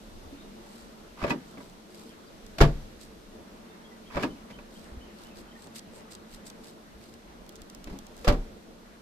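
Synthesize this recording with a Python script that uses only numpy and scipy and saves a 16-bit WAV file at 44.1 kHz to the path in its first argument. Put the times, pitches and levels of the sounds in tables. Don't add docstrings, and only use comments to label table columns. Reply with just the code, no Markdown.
import sys
import numpy as np
from scipy import signal
from scipy.io import wavfile

SR = 44100
rng = np.random.default_rng(int(sys.argv[2]) if len(sys.argv) > 2 else 0)


def invert_db(level):
    return 10 ** (np.asarray(level, dtype=float) / 20)


def file_out(sig):
    cols = np.atleast_2d(sig).T
    lim = np.clip(cols, -1, 1)
    pcm = np.round(lim * 32767).astype(np.int16)
    wavfile.write(sys.argv[1], SR, pcm)


N = 397341

LEFT_RIGHT = np.array([[1], [-1]])
# release_s, strength_db, pace [share of the usual time]
PULLS = [
    (1.238, -0.5, 1.001),
    (4.168, -1, .97),
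]
# freq_hz, likeness [-1 to 1]
DOOR_LIKENESS = [(60, 0.25), (180, 1), (550, 0.81), (1650, -0.02), (4970, -0.023), (15000, -0.039)]
# freq_hz, left_right_db
DOOR_BALANCE = [(60, 0), (180, 2), (550, -2), (1650, -2), (4970, 0.5), (15000, -3)]
# freq_hz, likeness [-1 to 1]
AIR_LIKENESS = [(60, 0.78), (150, 0.86), (380, 0.7), (950, -0.39), (2380, 0.14), (5980, -0.078),
                (15000, 0.038)]


def rms_one(x):
    return x / np.sqrt(np.mean(x ** 2) + 1e-20)


def at_hz(points, hz):
    table_hz, value = np.array(points).T
    return np.interp(np.log(hz), np.log(table_hz), value)


def drift(rate):
    r = np.exp(-80 * np.pi * rate / SR)
    white = rng.standard_normal(N // 40 + 2002)
    slow = signal.lfilter([1], [1, -2 * r, r * r], white)[2000:]
    return np.interp(np.arange(N) / 40, np.arange(len(slow)), rms_one(slow))


def ring(x, hz, t60):
    r = invert_db(-60 / (t60 * SR))
    w = 2 * np.pi * hz / SR
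    return signal.lfilter([0, np.sin(w)], [1, -2 * r * np.cos(w), r * r], x + 1e-18)


def spread(pair, likeness, hz):
    alike = np.clip(at_hz(likeness, hz), -1, 1)
    return np.sqrt(1 + alike) * pair[0] + np.sqrt(1 - alike) * pair[1] * LEFT_RIGHT


def bands(low_hz, high_hz, likeness):
    edges = np.geomspace(low_hz, high_hz, round(2 * np.log2(high_hz / low_hz)) + 1)
    white = rng.standard_normal((2, 2, N))
    for k, (low, high) in enumerate(zip(edges, edges[1:])):
        hz = np.sqrt(low * high)
        band = signal.butter(2, [low, high], "band", fs=SR, output="sos")
        yield hz, spread(signal.sosfilt(band, white[k % 2]), likeness, hz)


def add(out, s, sound):
    i = round(s * SR)
    out[:, i:i + sound.shape[-1]] += sound[..., :N - i]


def each_pull(rows):
    return [(at + pace * s, peak_db + strength_db, *rest)
            for at, strength_db, pace in PULLS for s, peak_db, *rest in rows]


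def softer(rows, by_db):
    return [(s, peak_db + by_db, *rest) for s, peak_db, *rest in rows]


def contact(row, t):
    u = t / np.clip(row[4], .0003, .012)
    return u * np.exp(-u)


def blow_db(row, hz):
    return row[1] + at_hz([(250, row[2]), (1100, 0), (5500, row[3])], hz)


def door_contacts():
    # start_s, peak_db, bass_db and treble_db [re peak]
    slam_hard = [
        (2.583, -28, -6, 3.5),
        (2.604, -15.5, -2, -7),
        (2.607, -17, -9, -10),
        (2.611, -9.5, -9, -3.5),
        (2.62, -20, -1, -33),
        (2.633, -20.5, 4, -4.5),
        (2.65, -37, 8, 5),
        (2.674, -37.5, 9, 0),
        (2.693, -38, -5, -8),
    ]
    # start_s, peak_db, bass_db and treble_db [re peak]
    slam_soft = [
        (8.245, -28.5, -8, 3),
        (8.271, -14.5, -13.5, -20),
        (8.277, -13, -8.5, -1),
        (8.284, -13.5, -5, -5.5),
        (8.29, -22, 0, -29),
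        (8.299, -20, -0.5, -34),
        (8.322, -37, -9, 10),
        (8.34, -30.5, -5, -13),
    ]
    # from_release_s, peak_db, bass_db and treble_db [re peak]
    latch_knocks = [
        (-.022, -25, -22, -15),
        (-.012, -29.5, 1.5, -3),
        (-.003, -35, -4, -17),
        (0.0, -18, -8.5, -15),
        (.006, -23.5, -12, -11),
        (.012, -28.5, -1, -16),
        (.028, -32, -1, -2),
    ]
    # from_release_s, peak_db, bass_db and treble_db [re peak]
    latch_scrapes = [
        (-.068, -32.5, -31, -23),
        (-.053, -34.5, -33, -5),
        (-.038, -32.5, -14, -5),
        (.036, -24.5, -8, -6.5),
        (.056, -24.5, -6, 2),
    ]
    # from_release_s, peak_db, bass_db and treble_db [re peak]
    handle_stop = [
        (.061, -40, -12, -16),
        (.0665, -17.5, -25, -7),
        (.072, -25, 10, -20),
        (.079, -31.5, 4, -23),
        (.088, -38, 1, -16),
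    ]
    # start_s, peak_db, bass_db and treble_db [re peak]
    taps = [
        (1.572, -38, -1, -10),
        (1.579, -42, 2, -5),
        (1.604, -36, -9, -22),
        (3.013, -49, -1, -28),
        (4.502, -42.5, 1.5, 0),
        (4.507, -42.5, -1, 2),
        (4.588, -39, -16, -12),
        (5.664, -44, 1, -26),
        (7.872, -37.5, 2, -2.5),
    ]
    # start_s, peak_db, bass_db and treble_db [re peak]
    shifts = [
        (3.043, -56, 8, -14),
        (7.894, -43.5, 9, 5),
        (7.924, -46, 16, 3),
        (7.951, -51, 2, 5),
    ]
    knock_s, scrape_s, slam_s = 0.00067, 0.0046, 0.0011

    def lasting(rows, contact_s):
        return [(*row, contact_s) for row in rows]
    ajar = lasting(each_pull(latch_knocks) + taps, knock_s)
    ajar += lasting(each_pull(latch_scrapes) + shifts, scrape_s)
    stop = lasting(each_pull(handle_stop), knock_s)
    return ajar, stop, lasting(slam_hard, slam_s), lasting(slam_soft, slam_s)


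def struck_metal(contacts, modes, level_db, cycles, scatter_db):
    out = np.zeros((2, N))
    t = np.arange(SR // 4) / SR
    hz, mode_db, t60 = np.transpose(modes)
    t60 = np.minimum(t60, cycles / hz)
    rings = np.exp(np.outer(2j * np.pi * hz - np.log(1000) / t60, t))
    lean = invert_db(mode_db + level_db + at_hz(DOOR_BALANCE, hz) / 2 * LEFT_RIGHT)
    for row in contacts:
        phase = 2 * np.pi * rng.random((2, len(hz)))
        luck = invert_db(scatter_db * rng.standard_normal((2, len(hz)))) * np.exp(1j * phase)
        strength = invert_db(blow_db(row, hz)) * lean * spread(luck, DOOR_LIKENESS, hz)
        build_up = np.cumsum(contact(row, t))
        add(out, row[0], (strength @ rings).imag * build_up / build_up[-1])
    return out


def door_rings(ajar, stop, hard, soft):
    # pitch_hz, level_db, t60_s
    skin_ajar = [(273.4, -0.5, 0.17), (373.0, -9.5, 0.2), (420, -3, 0.07), (580, -8.0, 0.17),
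                 (663, -11, 0.2), (744, -28, 0.34), (982, -14.0, 0.12), (1123, -11, 0.21),
                 (1240, -51, 0.22), (1610, -12, 0.18), (1604, -54, 0.39), (1950, -16, 0.15),
                 (2040, -5, 0.2), (2285, -2.0, 0.1), (2415, -27.0, 0.069), (2600, -6.5, 0.3),
                 (139.0, -6.5, 0.33), (193, -1, 0.17), (522, -26.0, 0.073)]
    # pitch_hz, level_db, t60_s
    skin_hard = [(142.4, 0.5, 0.28), (282, -22, 0.35), (323.3, -0.5, 0.12), (388, -30, 0.15),
                 (425.0, 0, 0.13), (481, -15.0, 0.27), (557, -3.0, 0.08), (670, -2.0, 0.23),
                 (744, -8.0, 0.31), (820, -23, 0.08), (1010, -30.0, 0.072), (1113, -20.0, 0.2),
                 (1154, -9, 0.97), (1230, -30, 0.14), (1423, -2, 0.042), (1660, -37, 0.51),
                 (2086, -8, 0.13), (197, 0.0, 0.11), (894, -8.5, 0.18), (1400, 1.0, 0.034)]
    # pitch_hz, level_db, t60_s
    skin_soft = [(152, 4.0, 0.11), (260.3, -5.0, 0.29), (387, -24.0, 0.098), (466, -20, 0.45),
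                 (586, -3, 0.11), (720, -20.5, 0.15), (770, -16, 0.33), (1190, -21, 0.18),
                 (1150, -14, 0.23), (1280, -30, 0.2), (1340, -12, 0.094), (1490, -37, 0.33),
                 (186.7, -11, 0.32), (315, -7.0, 0.23), (495.4, -1.0, 0.15)]
    # pitch_hz, level_db, t60_s
    frame = [(2293, -9.5, 0.11), (2424, -7, 0.1), (2726, -13.5, 0.19), (3014, -6.5, 0.087),
             (3386, -10, .15), (3820, -15.5, 0.24), (4074, -27, .15), (4290, -12, .13), (4530, -13, .12),
             (4807, -14, .15)]
    # pitch_hz, level_db, t60_s
    handle = [(264.3, -7, 0.21), (591.4, -20, 0.12), (739, -10, .11), (947, -0.5, .1), (1194, -12, 0.087),
              (1310, -22, 0.12), (1572, -12, 0.093), (1683, -9, 0.12), (1990, -5.5, 0.11), (2310, -19, .12),
              (2504, 3, .12), (2630, -1.5, 0.06), (2864, -5, .12), (3980, -18.5, .08)]
    # start_s, peak_db, bass_db and treble_db [re peak], contact_s
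    linkage = [
        (4.101, -36, -15, -12, 0.00099),
        (4.586, -39.5, -15, -7, 0.00046),
        (1.202, -39, -15, -16, .0015),
        (1.238, -22, -20, -10, .0005),
        (1.305, -18, -23, -11, 0.00054),
        (1.318, -22, -20, -15, .001),
        (4.169, -30, -20, -12, .0005),
    ]
    out = struck_metal(hard, skin_hard, level_db=-9.0, cycles=120, scatter_db=1.5)
    out += struck_metal(soft, skin_soft, level_db=-8.5, cycles=180, scatter_db=4.5)
    out += struck_metal(hard + softer(soft, by_db=-3), frame, level_db=-17.0, cycles=380, scatter_db=4.0)
    out += struck_metal(ajar, skin_ajar, level_db=-9.5, cycles=107, scatter_db=4.0)
    out += struck_metal(stop, handle, level_db=-13.0, cycles=125, scatter_db=4.5)
    return out + struck_metal(linkage, handle, level_db=-10, cycles=120, scatter_db=1.5)


def panel_buzz(contacts, level_db, crack_db, crack_t60):
    # freq_hz, level_db
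    colour = [(150, -1.5), (300, 10), (600, 7), (1200, 7), (2400, 4.5), (4800, 6), (9000, -7.5),
              (14000, -4)]
    # freq_hz, t60_s
    decay = [(200, 0.36), (600, 0.15), (1500, 0.14), (4000, 0.11), (10000, 0.09)]
    yard_t60_s, yard_db = 0.65, -27.5
    t = np.arange(SR // 16) / SR
    feeds = [(row, contact(row, t) ** 2) for row in contacts]
    out = 0
    for hz, noise in bands(143.8, 15460, DOOR_LIKENESS):
        power = np.full((1, N), 1e-18)
        for row, feed in feeds:
            add(power, row[0], invert_db(2 * blow_db(row, hz)) * feed / feed.sum())

        def dying(t60):
            return signal.lfilter([1], [1, -invert_db(-120 / (t60 * SR))], power)
        energy = dying(at_hz(decay, hz))
        energy = energy + invert_db(2 * crack_db) * dying(crack_t60) + invert_db(2 * yard_db) * dying(yard_t60_s)
        lean = invert_db(at_hz(DOOR_BALANCE, hz) / 2 * LEFT_RIGHT)
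        out = out + invert_db(at_hz(colour, hz) + level_db) * lean * np.sqrt(energy) * rms_one(noise)
    return out


def thumps(lag_s):
    # start_s, peak_db, pitch_hz, t60_s, sign [push 1, pull -1]
    body_swings = [(0.253, -43.5, 74, 0.31, 1), (0.326, -39, 280.5, 0.23, 1), (2.606, -16, 36.2, 0.1, 1),
                   (2.611, -6, 75.6, 0.072, 1), (2.62, -5, 30, 0.088, -1), (2.635, -18, 113, 0.16, 1),
                   (2.645, -22, 151, 0.15, -1), (2.663, -14.5, 35.8, 0.15, -1), (2.69, -30, 150, 0.27, 1),
                   (2.688, -32, 570, 0.069, 1), (8.33, -30, 151, .25, 1), (2.712, -26.5, 31.2, 0.43, -1),
                   (2.755, -23.5, 50, 0.056, 1), (2.833, -35, 32.2, 0.25, -1), (4.921, -35, 57, 0.13, 1),
                   (4.971, -32.5, 61.6, 0.11, 1), (7.867, -33, 35.2, 0.13, 1), (7.912, -31, 40.6, 0.12, 1),
                   (8.275, -10.5, 31.5, 0.13, 1), (8.29, -10.5, 40, 0.078, -1), (8.301, -18, 102, 0.087, 1),
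                   (8.292, -21, 574, 0.14, 1), (8.276, -24, 194, .07, -1), (8.329, -18, 32.5, 0.19, -1),
                   (8.386, -26, 29.3, 0.29, -1)]
    # from_release_s, peak_db, pitch_hz, t60_s, sign [push 1, pull -1]
    latch_swings = [
        (-.0145, -26, 44, 0.088, 1),
        (.002, -32.5, 90, 0.1, -1),
        (.008, -20, 580, 0.041, 1),
        (.02, -31, 178, 0.077, 1),
        (0.068, -47, 970, .09, 1),
        (.074, -25.5, 262, 0.19, 1),
        (.088, -29, 312, 0.14, 1),
    ]
    out = np.zeros((2, N))
    t = np.maximum(np.arange(SR // 2) / SR - lag_s * np.array([[0], [1]]), 0)
    for s, peak_db, hz, t60, sign in body_swings + each_pull(latch_swings):
        swing = np.sin(2 * np.pi * hz * t) * invert_db(peak_db - 60 * t / t60)
        add(out, s, np.sign(sign) * swing * invert_db(0.37 * LEFT_RIGHT))
    return out


def rubs(grain_db, upper_hz, upper_width):
    # middle_s, peak_db, swell_s, fade_s, cupped_db [re level]
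    strokes = [(.75, -63.5, 0.13, 0.15, -1), (1.504, -66.5, 0.057, 0.054, -1),
               (1.63, -64.5, 0.043, 0.086, -2), (1.98, -61, 0.081, 0.14, -4),
               (3.016, -57, 0.015, 0.048, -0.5), (4.75, -65, .05, 0.18, -3), (5.22, -61.5, 0.07, 0.078, -6),
               (5.385, -56.5, 0.031, 0.031, -4.5), (5.63, -61.5, 0.055, .045, 1),
               (5.768, -49.5, 0.021, 0.026, -2.5), (5.965, -63, 0.036, 0.046, 4),
               (6.125, -53, 0.018, 0.022, 0), (6.34, -58.5, 0.044, 0.034, -3), (6.47, -55, 0.015, 0.029, 3),
               (6.675, -59.5, .065, .05, -3), (7.05, -64.5, 0.068, 0.086, -5),
               (8.215, -63, 0.049, 0.059, -5)]
    # freq_hz, level_db [per Hz]
    colour = [(1500, -6), (3000, -6), (4400, 0.5), (6000, -7.5), (10000, -11.5), (14000, -9)]
    edge_db, squareness = 11, 2.14
    t = np.arange(N) / SR
    level = upper = 0
    for s, peak_db, swell_s, fade_s, upper_db in strokes:
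        away = np.maximum((s - t) / swell_s, (t - s) / fade_s)
        stroke = invert_db(peak_db - edge_db * away ** squareness)
        level = level + stroke
        upper = upper + invert_db(upper_db) * stroke
    grains = invert_db(grain_db * drift(240))
    broad = sum(invert_db(at_hz(colour, hz)) * noise for hz, noise in bands(1700, 16000, AIR_LIKENESS))
    cupped = ring(rng.standard_normal((2, N)), upper_hz, 2.2 / upper_width)
    return grains * (invert_db(2.0) * level * rms_one(broad) + upper * rms_one(cupped))


def ticks(split_hz, body_hz, body_db):
    # start_s, peak_db, left_right_db
    snaps = [(1.697, -50, .5), (2.4642, -42, -1.5), (3.0122, -44, -14), (5.269, -51, -1), (5.67, -46, -2),
             (5.7468, -51, 0), (5.751, -46, -2), (5.793, -38, -2), (6.1099, -47, 0), (6.345, -45, 0),
             (6.36, -57, 0), (6.67, -50, 0), (7.523, -52, 0), (6.0074, -52, -.5), (6.133, -44, -5),
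             (6.1506, -37, -2), (6.4542, -49, 0), (6.4706, -43, 3), (6.5, -37, -1), (6.7094, -51, 1.5),
             (7.0399, -48, -1), (7.139, -43, -3), (7.4639, -49, 0.0), (7.4918, -38.5, -6.5),
             (7.556, -41, -6), (7.5632, -47, 3), (7.618, -40.5, 0), (7.699, -41, -1), (7.748, -40, -5),
             (7.8421, -38, 0), (7.988, -39, -5), (8.067, -43.5, .5), (8.166, -45, -2), (8.1774, -46, -2),
             (8.192, -49, -1.0)]
    rise_s, snap_t60_s, body_t60_s = 0.00036, 0.0087, 0.027
    treble_base_db, dulling = -4.5, 0.15
    seal_peels_s, seal_treble_db = 7.4, 5
    out = np.zeros((2, N))
    t = np.arange(SR // 20) / SR
    body, middle, top = (signal.butter(2, edges, "band", fs=SR, output="sos")
                         for edges in ([3000, body_hz], [body_hz, split_hz], [0.83 * split_hz, 16200]))
    rise = 1 - np.exp(-t / rise_s)
    snap = rise * invert_db(-60 * t / snap_t60_s)
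    hum = rise * invert_db(-60 * t / body_t60_s)
    for s, peak_db, pan_db in snaps:
        low, mid, high = rng.standard_normal((3, 2, len(t))) * invert_db(peak_db + pan_db / 2 * LEFT_RIGHT)
        treble_db = treble_base_db - dulling * (peak_db + 42) + seal_treble_db * (s > seal_peels_s)
        tick = invert_db(body_db) * signal.sosfilt(body, low * hum)
        tick += invert_db(9.0) * signal.sosfilt(middle, mid * snap)
        tick += invert_db(treble_db) * signal.sosfilt(top, high * snap)
        add(out, s, tick)
    return signal.sosfilt(signal.cheby2(8, 40, 16900, fs=SR, output="sos"), out)


def birds(wobble_hz, flutter_db, echo_db):
    # start_s, length_s, start_hz, top_hz, level_db
    peeps = [(0.367, 0.088, 3610, 3700, -58), (2.087, .04, 3300, 3140, -59.5),
             (2.256, 0.043, 4750, 4720, -63), (3.69, .04, 3680, 3630, -62), (3.833, 0.05, 3260, 3300, -58),
             (4.053, 0.045, 2840, 3350, -56), (4.296, .035, 3020, 3050, -56),
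             (4.515, 0.06, 2840, 3110, -56), (4.748, .036, 2750, 3290, -57),
             (4.999, 0.056, 2800, 3070, -55.5), (5.474, 0.034, 3050, 3200, -62),
             (5.508, 0.024, 3030, 3170, -56), (5.547, 0.032, 1840, 1820, -53),
             (5.519, .025, 1750, 2050, -59), (3.908, .035, 1950, 1950, -57), (4.612, .014, 2280, 1750, -56),
             (4.849, 0.023, 2170, 1770, -56), (5.1, .024, 2080, 1810, -57), (5.24, 0.045, 2690, 2960, -57),
             (5.304, 0.029, 2560, 2600, -57)]
    out = np.zeros((2, N))
    wobble = wobble_hz * drift(90)
    flutter = invert_db(flutter_db * np.tanh([drift(90), drift(90)]))
    for s, length, start_hz, top_hz, level_db in peeps:
        u = np.linspace(0, 1, round(length * SR))
        hz = start_hz + (top_hz - start_hz) * np.sin(2.1 * u) + wobble[round(s * SR):][:len(u)]
        phase = 2 * np.pi * np.cumsum(hz) / SR
        peep = invert_db(level_db) * np.sin(np.pi * u) * np.sin(phase + 0.7 * LEFT_RIGHT)
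        add(out, s, peep)
        add(out, s + .027, invert_db(echo_db) * peep[::-1])
    return out * flutter


def patchy(spectrum, low_hz, high_hz, patchy_db):
    together = drift(0.88)
    return rms_one(sum(invert_db(at_hz(spectrum, hz) + patchy_db * (0.5 * together + drift(7.2))) * noise
                       for hz, noise in bands(low_hz, high_hz, AIR_LIKENESS)))


def surroundings():
    # start_s, level_db
    gusts = [(0.0, -55), (0.98, -61), (1.36, -57), (1.88, -65), (2.26, -59), (2.66, -52), (2.78, -47),
             (2.96, -57), (3.84, -63), (4.26, -51), (4.49, -59.5), (7.5, -60), (7.78, -56), (8.35, -46.5),
             (8.66, -59), (9.01, -59)]
    # freq_hz, level_db [per Hz]
    breeze_colour = [(12, -34), (20, 3), (49, -4.5), (124, -16), (146, -15), (200, 2), (260, -28),
                     (440, -120)]
    # freq_hz, level_db [per Hz]
    drone_colour = [(59, -46), (100, -28), (151, -15.5), (225, 3.5), (263, -9.5), (350, -2), (386, -7),
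                    (584, -15.5), (713, -8), (3000, -23.5), (3900, -59), (6600, -120)]
    # pitch_hz, width_hz, level_db
    drone_peaks = [(222, 22.6, -2), (343.3, 65, -5.5), (446.4, 17.4, -9.5), (587, 204, -4.5)]
    # freq_hz, level_db [per Hz]
    leaf_colour = [(1000, -2), (2100, -12.5), (3700, -7.5), (5500, -11), (7500, -14.5), (10500, -19),
                   (14000, -18)]
    t = np.arange(N) / SR
    gust_s, gust_level_db = np.transpose(gusts)
    breeze_db = np.interp(t, gust_s, gust_level_db)
    gust_db = breeze_db - breeze_db.mean()
    drone_db = -51 + 0.018 * gust_db
    leaves_db = -58 + 0.18 * gust_db - 0.34 * t
    hollow = 0
    for hz, width, level_db in drone_peaks:
        tone = rms_one(ring(rng.standard_normal((2, N)), hz, 2.66 / width))
        hollow = hollow + invert_db(level_db) * spread(tone, AIR_LIKENESS, hz)
    drone = invert_db(-3.0) * patchy(drone_colour, 116.5, 3060, patchy_db=2.0)
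    drone = drone + invert_db(-5.5 + 1.58 * drift(7.0)) * hollow
    breeze = invert_db(breeze_db + 1.0) * patchy(breeze_colour, 15.54, 133.5, patchy_db=4.0)
    leaves = invert_db(leaves_db) * patchy(leaf_colour, 1133, 17600, patchy_db=0.0)
    return breeze + invert_db(drone_db) * drone + leaves


def scene():
    ajar, stop, hard, soft = door_contacts()
    buzzing = softer(ajar, -2) + softer(stop, -3) + hard + softer(soft, -2)
    steady = door_rings(ajar, stop, hard, soft)
    steady += panel_buzz(buzzing, level_db=-21.0, crack_db=5.0, crack_t60=0.0096)
    steady += thumps(lag_s=0.00034)
    steady += rubs(grain_db=4.0, upper_hz=8000, upper_width=1000)
    snaps = ticks(split_hz=8500, body_hz=5200, body_db=1.5)
    steady += birds(wobble_hz=55, flutter_db=4.0, echo_db=-7)
    steady += surroundings()
    return signal.sosfilt(signal.cheby2(14, 65, 14800, fs=SR, output="sos"), steady) + snaps


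def top_cut(x):
    return signal.sosfilt(signal.butter(12, 15680, fs=SR, output="sos"), x)


def record(dry):
    mix = 1.627 * np.tanh(dry / 1.58)
    return top_cut(mix)


dry = scene()
out = record(dry)
file_out(out)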